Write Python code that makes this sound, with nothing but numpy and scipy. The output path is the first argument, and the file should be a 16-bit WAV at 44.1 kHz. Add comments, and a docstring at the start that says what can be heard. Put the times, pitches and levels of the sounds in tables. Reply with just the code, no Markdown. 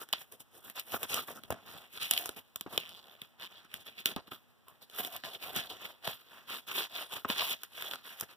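"""Hands rub and squeeze rigid foam in plastic wrap, close to a phone in a quiet room.
Strokes are dense swarms of tiny slips through resonances of scrape, drumming foam and sizzling wrap.
The wrap snaps and rustles, beads pop, fingers knock the hollow foam, a joint creaks, a cupped cavity hums.
Shaped noise makes the room's hush. Two microphone ports hear it all, and the phone widens the image
by taking each port, delayed, from the other."""
import sys
import numpy as np
from scipy import signal
from scipy.fft import rfft, irfft
from scipy.io import wavfile
from scipy.ndimage import uniform_filter1d

SR = 44100
rng = np.random.default_rng(int(sys.argv[2]) if len(sys.argv) > 2 else 0)


def persist_wave(psi):
    """Save psi, clipped to +-1, as 16-bit WAV."""
    counts = np.round(np.clip(psi, -1, 1) * 32767).astype(np.int16)
    wavfile.write(sys.argv[1], SR, np.atleast_2d(counts).T)


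def voltage_ratio(level):
    """Linear amplitude factor for a level in decibels (scalar or array-like)."""
    return 10 ** (np.asarray(level, float) / 20)


N = 368676
T = np.arange(N) / SR
CONTROL = 64  # samples per control step

# strokes of the hand: peak_s, rise_ms, fall_ms (to 1/e of the peak), scrape_db
STROKES = [(0.016, 16, 21.5, -52.5), (0.208, 22, 28.6, -56), (0.322, 6.6, 29, -61),
           (0.403, 7.2, 18.6, -60.5), (0.563, 40, 49, -64.5), (0.667, 32, 31, -58.5),
           (0.769, 15, 36, -52.5), (0.965, 65, 11.6, -48), (1.041, 41, 14, -51.5),
           (1.156, 54.4, 57.5, -40.5), (1.284, 14, 54, -60), (1.369, 24, 26.6, -62.5),
           (1.748, 110, 96, -55.5), (1.978, 46, 9, -50.5), (2.035, 27, 37, -38), (2.15, 84, 110, -46),
           (2.364, 2.1, 36, -50), (2.75, 40, 29, -48.5), (3.06, 105, 270, -68), (3.44, 38, 27, -52.5),
           (3.542, 48, 120, -62), (3.746, 38, 65, -58.5), (3.809, 13, 26, -54), (3.866, 16, 57, -52.5),
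           (3.992, 30, 28, -51), (4.09, 30, 44, -49.5), (4.28, 13, 9, -59.5), (4.317, 6, 45, -54),
           (4.683, 17.3, 100, -72.5), (4.83, 14, 18, -57.5), (5.006, 56, 12, -44), (5.055, 27, 19, -42.5),
           (5.15, 48, 27, -49), (5.255, 12.3, 53, -43.5), (5.353, 19, 16, -46), (5.437, 24.4, 140, -46),
           (5.567, 18.5, 47, -36), (5.662, 23, 16, -48.5), (5.704, 10, 60, -48.5), (5.839, 34, 77, -50.5),
           (6.047, 3.1, 12, -40.5), (6.076, 29, 56, -40), (6.36, 75, 83, -60), (6.534, 45, 52, -42.5),
           (6.69, 15.6, 52, -43), (6.781, 41, 65, -35.5), (7.002, 74, 44, -44), (7.142, 36, 48, -42),
           (7.308, 19, 28, -36.5), (7.43, 72, 47, -38), (7.51, 35, 33.4, -39), (7.808, 56, 91, -45),
           (7.947, 32, 31, -51.5), (8.068, 24, 70, -50), (8.22, 63, 33, -54.5), (8.296, 8.2, 40, -56.5)]
# snaps of wrap and beads: start_s, crack_db, drumming_db, sizzle_db (last two relative to the crack)
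SNAPS = [(0.0883, -48.5, 1, 4.5), (0.1281, -17, -15, -3), (0.134, -20.5, -4, -6), (0.3226, -53, -5, 13),
         (0.4047, -53.5, -3, 13), (0.699, -39, -3, 1), (0.7964, -38, -41, 9), (0.92, -40.5, -6, 1.5),
         (1.0308, -32.5, -2, 2.5), (1.1428, -25.5, -2.5, 5.5), (1.436, -41, 1.5, -3),
         (1.5051, -42.5, 15, 15), (1.5247, -43, 13.5, 5.5), (2.1107, -19, -8.5, 6.5),
         (2.136, -24, -11.5, -1), (2.1765, -20.5, -44, -3.5), (2.2579, -35, -4, 8.5),
         (2.2918, -32.5, -0.5, 2.5), (2.5589, -31.5, -5, 4), (2.61, -32.5, -3.5, 2),
         (2.7773, -12.5, -13, -10), (2.892, -39, -33, -2), (3.217, -38.5, -8.5, 0.5),
         (3.7407, -37, -0.5, 4.5), (4.0577, -16, -14, -2), (4.1627, -33.5, 3.5, -0.5),
         (4.683, -54, -4, 7.5), (4.8985, -44.5, -7, -2.5), (4.914, -53, -10, -1.5),
         (5.0483, -28.5, -12, -6), (5.164, -41, -20, 10), (5.237, -44.5, 6, -9), (5.5626, -31.5, -26, 6),
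         (6.0754, -32.5, 4, 1.5), (7.3009, -23.5, -7, -19), (7.6338, -35, -3.5, 4), (7.823, -34.5, -3, -2),
         (7.9114, -31.5, -6, -6.5), (7.935, -34, -2, -10), (7.957, -39.5, -0.5, -4), (8.199, -43.5, -4, 10),
         (8.2097, -32, -7.5, 8.5)]
# finger knocks: start_s, level_db (before the port gains), pitch_hz (nominal, bent by the sag)
KNOCKS = [(.942, -25.5, 580), (1.504, -25, 576), (1.523, -33.5, 267), (1.75, -42, 188), (2.663, -31.5, 302),
          (3.22, -43.5, 142), (4.164, -23.5, 210), (6.078, -30.5, 141), (7.248, -23.5, 1206),
          (7.299, -24.5, 228), (8.224, -40.5, 109)]
# stick-slip creaks: start_s, end_s, first_slips_per_s, last_slips_per_s, level_db (before the family's)
CREAKS = [(2.82, 3.003, 150, 200, -45), (3.015, 3.169, 70, 80, -52.5), (3.398, 3.475, 74, 210, -43.5)]
# cupped hand: start_s, end_s, pitch_hz of the hollow, hum_db relative to the drumming
CUPPED = [(0.924, 0.977, 1320, 0), (1.11, 1.254, 1290, -4.5), (1.37, 1.396, 1330, -1),
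          (2.093, 2.344, 718, -0.5), (4.653, 4.74, 1080, -0.5), (4.945, 5.21, 704, -4.5),
          (5.23, 5.93, 730, -10)]
# balance as the grip moves round the foam: time_s, drumming_db and sizzle_db (relative to the scrape),
# tilt_db_per_octave of the drumming about PIVOT_HZ
GRIP = [(0, 2.5, 6.5, 4), (.4, -4, 6.5, -2.5), (.8, 0, 1, 1.5), (.96, 4.5, 5.5, -2), (1.159, 0.5, 4, 1.5),
        (1.5, 12.5, 15.5, -2.5), (1.75, 0.5, -0.5, 0), (2.03, -6.5, 2, 0), (2.7, 0, -1, -1),
        (3.2, -5, -8.5, 1), (4.001, -7.5, -5, -1.5), (4.17, 0.5, -1, -2), (5.1, -1.5, 3, 0.5),
        (5.26, -1, -3.5, -0.5), (6.3, -3, -3.5, 1.5), (7.0, -2, -1, 2), (8.3, -4.5, -2, 2.5)]
# resonances of foam body, scraped surface and wrap: pitch_hz, width_hz, level_db, left_db (relative to right)
BODY = [(95.5, 115, -0.5, 3.5), (210, 185, -1, 1.5), (399, 276, -1.5, -3), (659, 370, -1.5, -6),
        (1012, 480, -7.5, 1), (1324, 480, -4.5, -5), (1960, 1700, -2.5, -11.5)]
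SCRAPE = [(2513, 1340, 1, -4), (3055, 425, 1, -5), (3380, 710, 5, -16.5), (3983, 1500, -2.5, -2.5)]
SIZZLE = [(5870, 2940, -6.5, 1), (8800, 5900, -14.5, 5.5), (9200, 720, -5.5, 8.5), (11330, 3000, -5.5, 4),
          (14630, 6040, 4.5, -3)]
# scrape, drumming, sizzle in turn: resonances, common_share (0-1, of both ports), waver_db, snap_t60_s, creak_db
FAMILIES = [(SCRAPE, 0.045, 2.82, 0.0065, 0), (BODY, 0.89, 3.04, 0.0051, -8),
            (SIZZLE, 0.061, 2.7, 0.0085, -9.5)]
# colour of the room's hush: pitch_hz, level_db per Hz (relative)
ROOM = [(30, -9), (100, 6.5), (212, -0.5), (238, 8), (265, -1.5), (3200, -9), (6000, -21.5), (15000, -18.5)]
# copy taken from the other side: pitch_hz, share (0-1), extra_lag_cycles
CROSSFEED = [(0, 0.94, 0.011), (400, 0.91, 0.0094), (7800, 0.74, 0.0086), (9830, 0.56, 0.062),
             (11700, 0.14, .3), (15000, 0, 0.42)]

# a harder stroke drums and sizzles relatively less: dB for each dB of scrape above the usual stroke
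USUAL_DB, DRUM_SLOPE, SIZZLE_SLOPE = -50, -0.38, -0.12
# every stroke leaves a faint tail as the foam settles; its power falls to 1/e in SETTLE_MS
SETTLE_DB, SETTLE_MS = -21, 88
# single beads pop at random under the strokes, relative to the rubbing
POPS_PER_S, POP_DB, POP_SPREAD_DB = 70, 11, 4
# every snap and creaking slip starts with one clean click; the wrap rustles on after every snap
CLICK_DB, RUSTLE_DB, RUSTLE_T60_S = 10.5, -23.5, 0.16
# every knock leaves a rattle in the foam
RATTLE_DB, RATTLE_T60_S = -14, 0.12
PIVOT_HZ = 700
HOLLOW_WIDTH_HZ = 88  # at PIVOT_HZ; a smaller, higher hollow is leakier
ROOM_DB = -70.5
CROSS_MS = 0.4483
LOW_CUT_HZ, TOP_HZ = 21, 15500


def foam():
    """Strokes, snaps, pops and creaks drive the same three sets of resonances; knocks and hum join them."""
    s, rub_db = np.transpose(STROKES)[[0, 3]]
    when, drum_db, sizzle_db, tilt_db = np.transpose(GRIP)
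    harder = rub_db - USUAL_DB
    rub_drum = np.interp(s, when, drum_db) + DRUM_SLOPE * harder
    rub_sizzle = np.interp(s, when, sizzle_db) + SIZZLE_SLOPE * harder
    crack_db, snap_drum, snap_sizzle = np.transpose(SNAPS)[1:]
    # the hand's pressure flutters for all resonances alike; each set has its own swarm of slips
    flutter = smooth(voltage_ratio(2.0 * walk(60)))
    swarms = [flutter * grain(per_s=500, spread_db=2, t60=0.0086, hiss=1.0) for _ in FAMILIES]
    pops = bead_pops()
    creak = creaks()
    out = knocks() + hollow(strokes(rub_db + rub_drum) * swarms[1])
    rub_balance = [0, rub_drum, rub_sizzle]
    snap_balance = [0, snap_drum, snap_sizzle]
    tilts = [0, np.interp(T[::CONTROL], when, tilt_db), 0]
    for family, rub, snap, tilt, slips in zip(FAMILIES, rub_balance, snap_balance, tilts, swarms):
        modes, share, waver_db, t60, creak_db = family
        snap_db = crack_db + snap
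        rubbing = strokes(rub_db + rub)
        rustle = burst(snap_db + RUSTLE_DB, RUSTLE_T60_S)
        drive = (rubbing + rustle) * slips
        drive = drive + burst(snap_db, t60) + voltage_ratio(creak_db) * fade(creak, 0.0074)
        click = kick(SNAPS, snap_db + CLICK_DB) + pops * rubbing
        click = click + voltage_ratio(creak_db + CLICK_DB) * creak
        out = out + ring(drive, modes, share, waver_db, click=click, tilt_db=tilt)
    return out + rattle(swarms[1])


def strokes(db):
    """Each stroke swells to its peak, dies on a bell curve and settles slowly; powers add."""
    step = T[::CONTROL]
    s, rise, fall = np.transpose(STROKES)[:3, :, None]
    late_ms = 1000 * (step - s)
    bell = np.exp(-2 * (late_ms / np.where(late_ms < 0, rise, fall)) ** 2)
    settling = (late_ms > 0) * voltage_ratio(2 * SETTLE_DB) * np.exp(-np.abs(late_ms) / SETTLE_MS)
    return np.interp(T, step, np.sqrt(voltage_ratio(2 * db) @ (bell + settling)))


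def grain(per_s, spread_db, t60, hiss):
    """Loudness of a swarm of slips over a smooth hiss; rms 1."""
    size_db = np.minimum(spread_db * rng.exponential(size=N), 9.5)
    slips = (rng.random(N) < per_s / SR) * voltage_ratio(size_db)
    swarm = fade(slips, t60) + hiss
    return swarm / np.sqrt(np.mean(swarm ** 2))


def ring(drive, modes, share, waver_db, click=0, tilt_db=0):
    """Steep resonances side by side, fed by shifted noise and wavering as the grip shifts."""
    # dividing by the summed bandwidths makes the noise keep its level
    power = sum(voltage_ratio(2 * db) * np.pi * width / (2 * SR) for _, width, db, _ in modes)
    noise = ports(far_db=0, share=share)
    out = 0
    for k, (hz, width, db, far_db) in enumerate(modes):
        tilt = tilt_db * np.log2(hz / PIVOT_HZ)
        gain = smooth(voltage_ratio(db + waver_db * walk(14) + tilt))
        own_noise = np.roll(noise, k * N // len(modes), axis=1)
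        force = drive * gain * own_noise + click * voltage_ratio(db)
        out = out + resonate(force, hz, width) * voltage_ratio(np.array([[far_db], [0]]))
    return out / np.sqrt(power)


def resonate(force, hz, width):
    """One steep resonance: the same peak filter twice in a row."""
    peak = signal.iirpeak(hz, hz / width, SR)
    return signal.lfilter(*peak, signal.lfilter(*peak, force))


def burst(db, t60):
    """Loudness of the snaps: each jumps up and dies away over t60, its onset slightly rounded."""
    return uniform_filter1d(fade(kick(SNAPS, db), t60), size=8)


def bead_pops():
    """Single beads let go at random instants, with sizes spread upwards."""
    size_db = POP_DB + POP_SPREAD_DB * np.minimum(rng.exponential(size=N), 2)
    return (rng.random(N) < POPS_PER_S / SR) * voltage_ratio(size_db)


def knocks():
    """Each finger blow rings the foam for a few cycles, sagging in pitch, stronger at the left port."""
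    out, t = np.zeros(N + 8192), np.arange(8192) / SR
    for s, db, hz in KNOCKS:
        fall = np.exp(-np.log(1000) * t / (0.0055 + 5.4 / hz))
        pitch = hz * (0.786 + 0.53 * fall)
        tone = np.sin(2 * np.pi * np.cumsum(pitch) / SR)
        out[int(s * SR):][:8192] += voltage_ratio(db) * fall * tone
    return out[:N] * voltage_ratio(np.array([[1.5], [-2.5]]))


def rattle(slips):
    """After every knock a dying swarm of slips rattles the foam body."""
    dying = fade(kick(KNOCKS, np.transpose(KNOCKS)[1] + RATTLE_DB), RATTLE_T60_S)
    return ring(dying * slips, BODY, share=0.81, waver_db=2.0, tilt_db=-1.5)


def creaks():
    """Slightly uneven stick-slip kicks whose rate glides, swelling and fading."""
    kicks = np.zeros(N)
    for start, end, first, last, db in CREAKS:
        s = start
        for jitter, size in rng.standard_normal((64, 2)):
            part = (s - start) / (end - start)
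            if part < 1:
                swell = np.sin(np.pi * (0.33 + 0.49 * part))
                kicks[int(s * SR)] = voltage_ratio(db + 1.14 * size) * swell
            s += np.exp(0.086 * jitter) / (first + (last - first) * part)
    return kicks


def hollow(drumming):
    """While the hand cups the foam, the cavity under it hums along with the drumming."""
    force = drumming * ports(far_db=0, share=.8)
    out = np.zeros((2, N))
    for start, end, hz, db in CUPPED:
        span = slice(int(start * SR), int(end * SR))
        width = HOLLOW_WIDTH_HZ * (hz / PIVOT_HZ) ** 2
        hum = resonate(force[:, span], hz, width) / np.sqrt(np.pi * width / (2 * SR))
        swell = np.sin(np.linspace(0, np.pi, hum.shape[1])) ** .5
        out[:, span] += voltage_ratio(db) * hum * swell
    return out


def kick(rows, db):
    """One impulse at the time of each row."""
    kicks = np.zeros(N)
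    kicks[(np.array(rows)[:, 0] * SR).astype(int)] = voltage_ratio(db)
    return kicks


def fade(kicks, t60):
    """Every kick dies away exponentially, by 60 dB in t60 seconds."""
    return signal.lfilter([1], [1, -np.exp(-np.log(1000) / (t60 * SR))], kicks)


def walk(rate):
    """Random levels every 1 / rate s, joined by lines, at the control rate; spread near 1."""
    count = int(T[-1] * rate) + 2
    return 1.26 * np.interp(T[::CONTROL] * rate, np.arange(count), rng.standard_normal(count))


def smooth(control):
    """From the control rate to the sample rate, holding each value."""
    return np.repeat(control, CONTROL)[:N]


def ports(far_db, share):
    """Noise at the far (left) and near (right) port, partly in common."""
    near, own = rng.standard_normal((2, N))
    share = np.clip(share, 0, 1)
    far = share * near + np.sqrt(1 - share ** 2) * own
    return np.array([voltage_ratio(far_db) * far, near])


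def room():
    """The steady hush of the room and the microphones: noise shaped in the spectrum."""
    hz, db = np.transpose(ROOM)
    bins = np.log(np.fft.rfftfreq(N, 1 / SR) + 1)
    colour = voltage_ratio(np.interp(bins, np.log(hz), db))
    hush = irfft(rfft(ports(-1.5, 0.22)) * colour, N)
    return hush * voltage_ratio(ROOM_DB) / np.std(hush)


def scene():
    """Foam over the room."""
    return foam() + room()


def top_cut(x):
    """Nothing passes above the cut-off."""
    return signal.sosfilt(signal.butter(12, 16800, fs=SR, output="sos"), x)


def record(dry):
    """Each side loses a delayed, duller copy of the other; bass and top are cut."""
    hz = np.fft.rfftfreq(N, 1 / SR)
    at, share, lag = np.transpose(CROSSFEED)
    cycles = hz * CROSS_MS / 1000 + np.interp(hz, at, lag)
    cross = np.interp(hz, at, share) * np.exp(-2j * np.pi * cycles)
    edges = (hz < TOP_HZ) / np.sqrt(1 + (LOW_CUT_HZ / (hz + 1)) ** 4)
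    sides = rfft(dry)
    mix = irfft((sides - cross * sides[::-1]) * edges, N)
    return top_cut(mix)


dry = scene()
out = record(dry)
persist_wave(out)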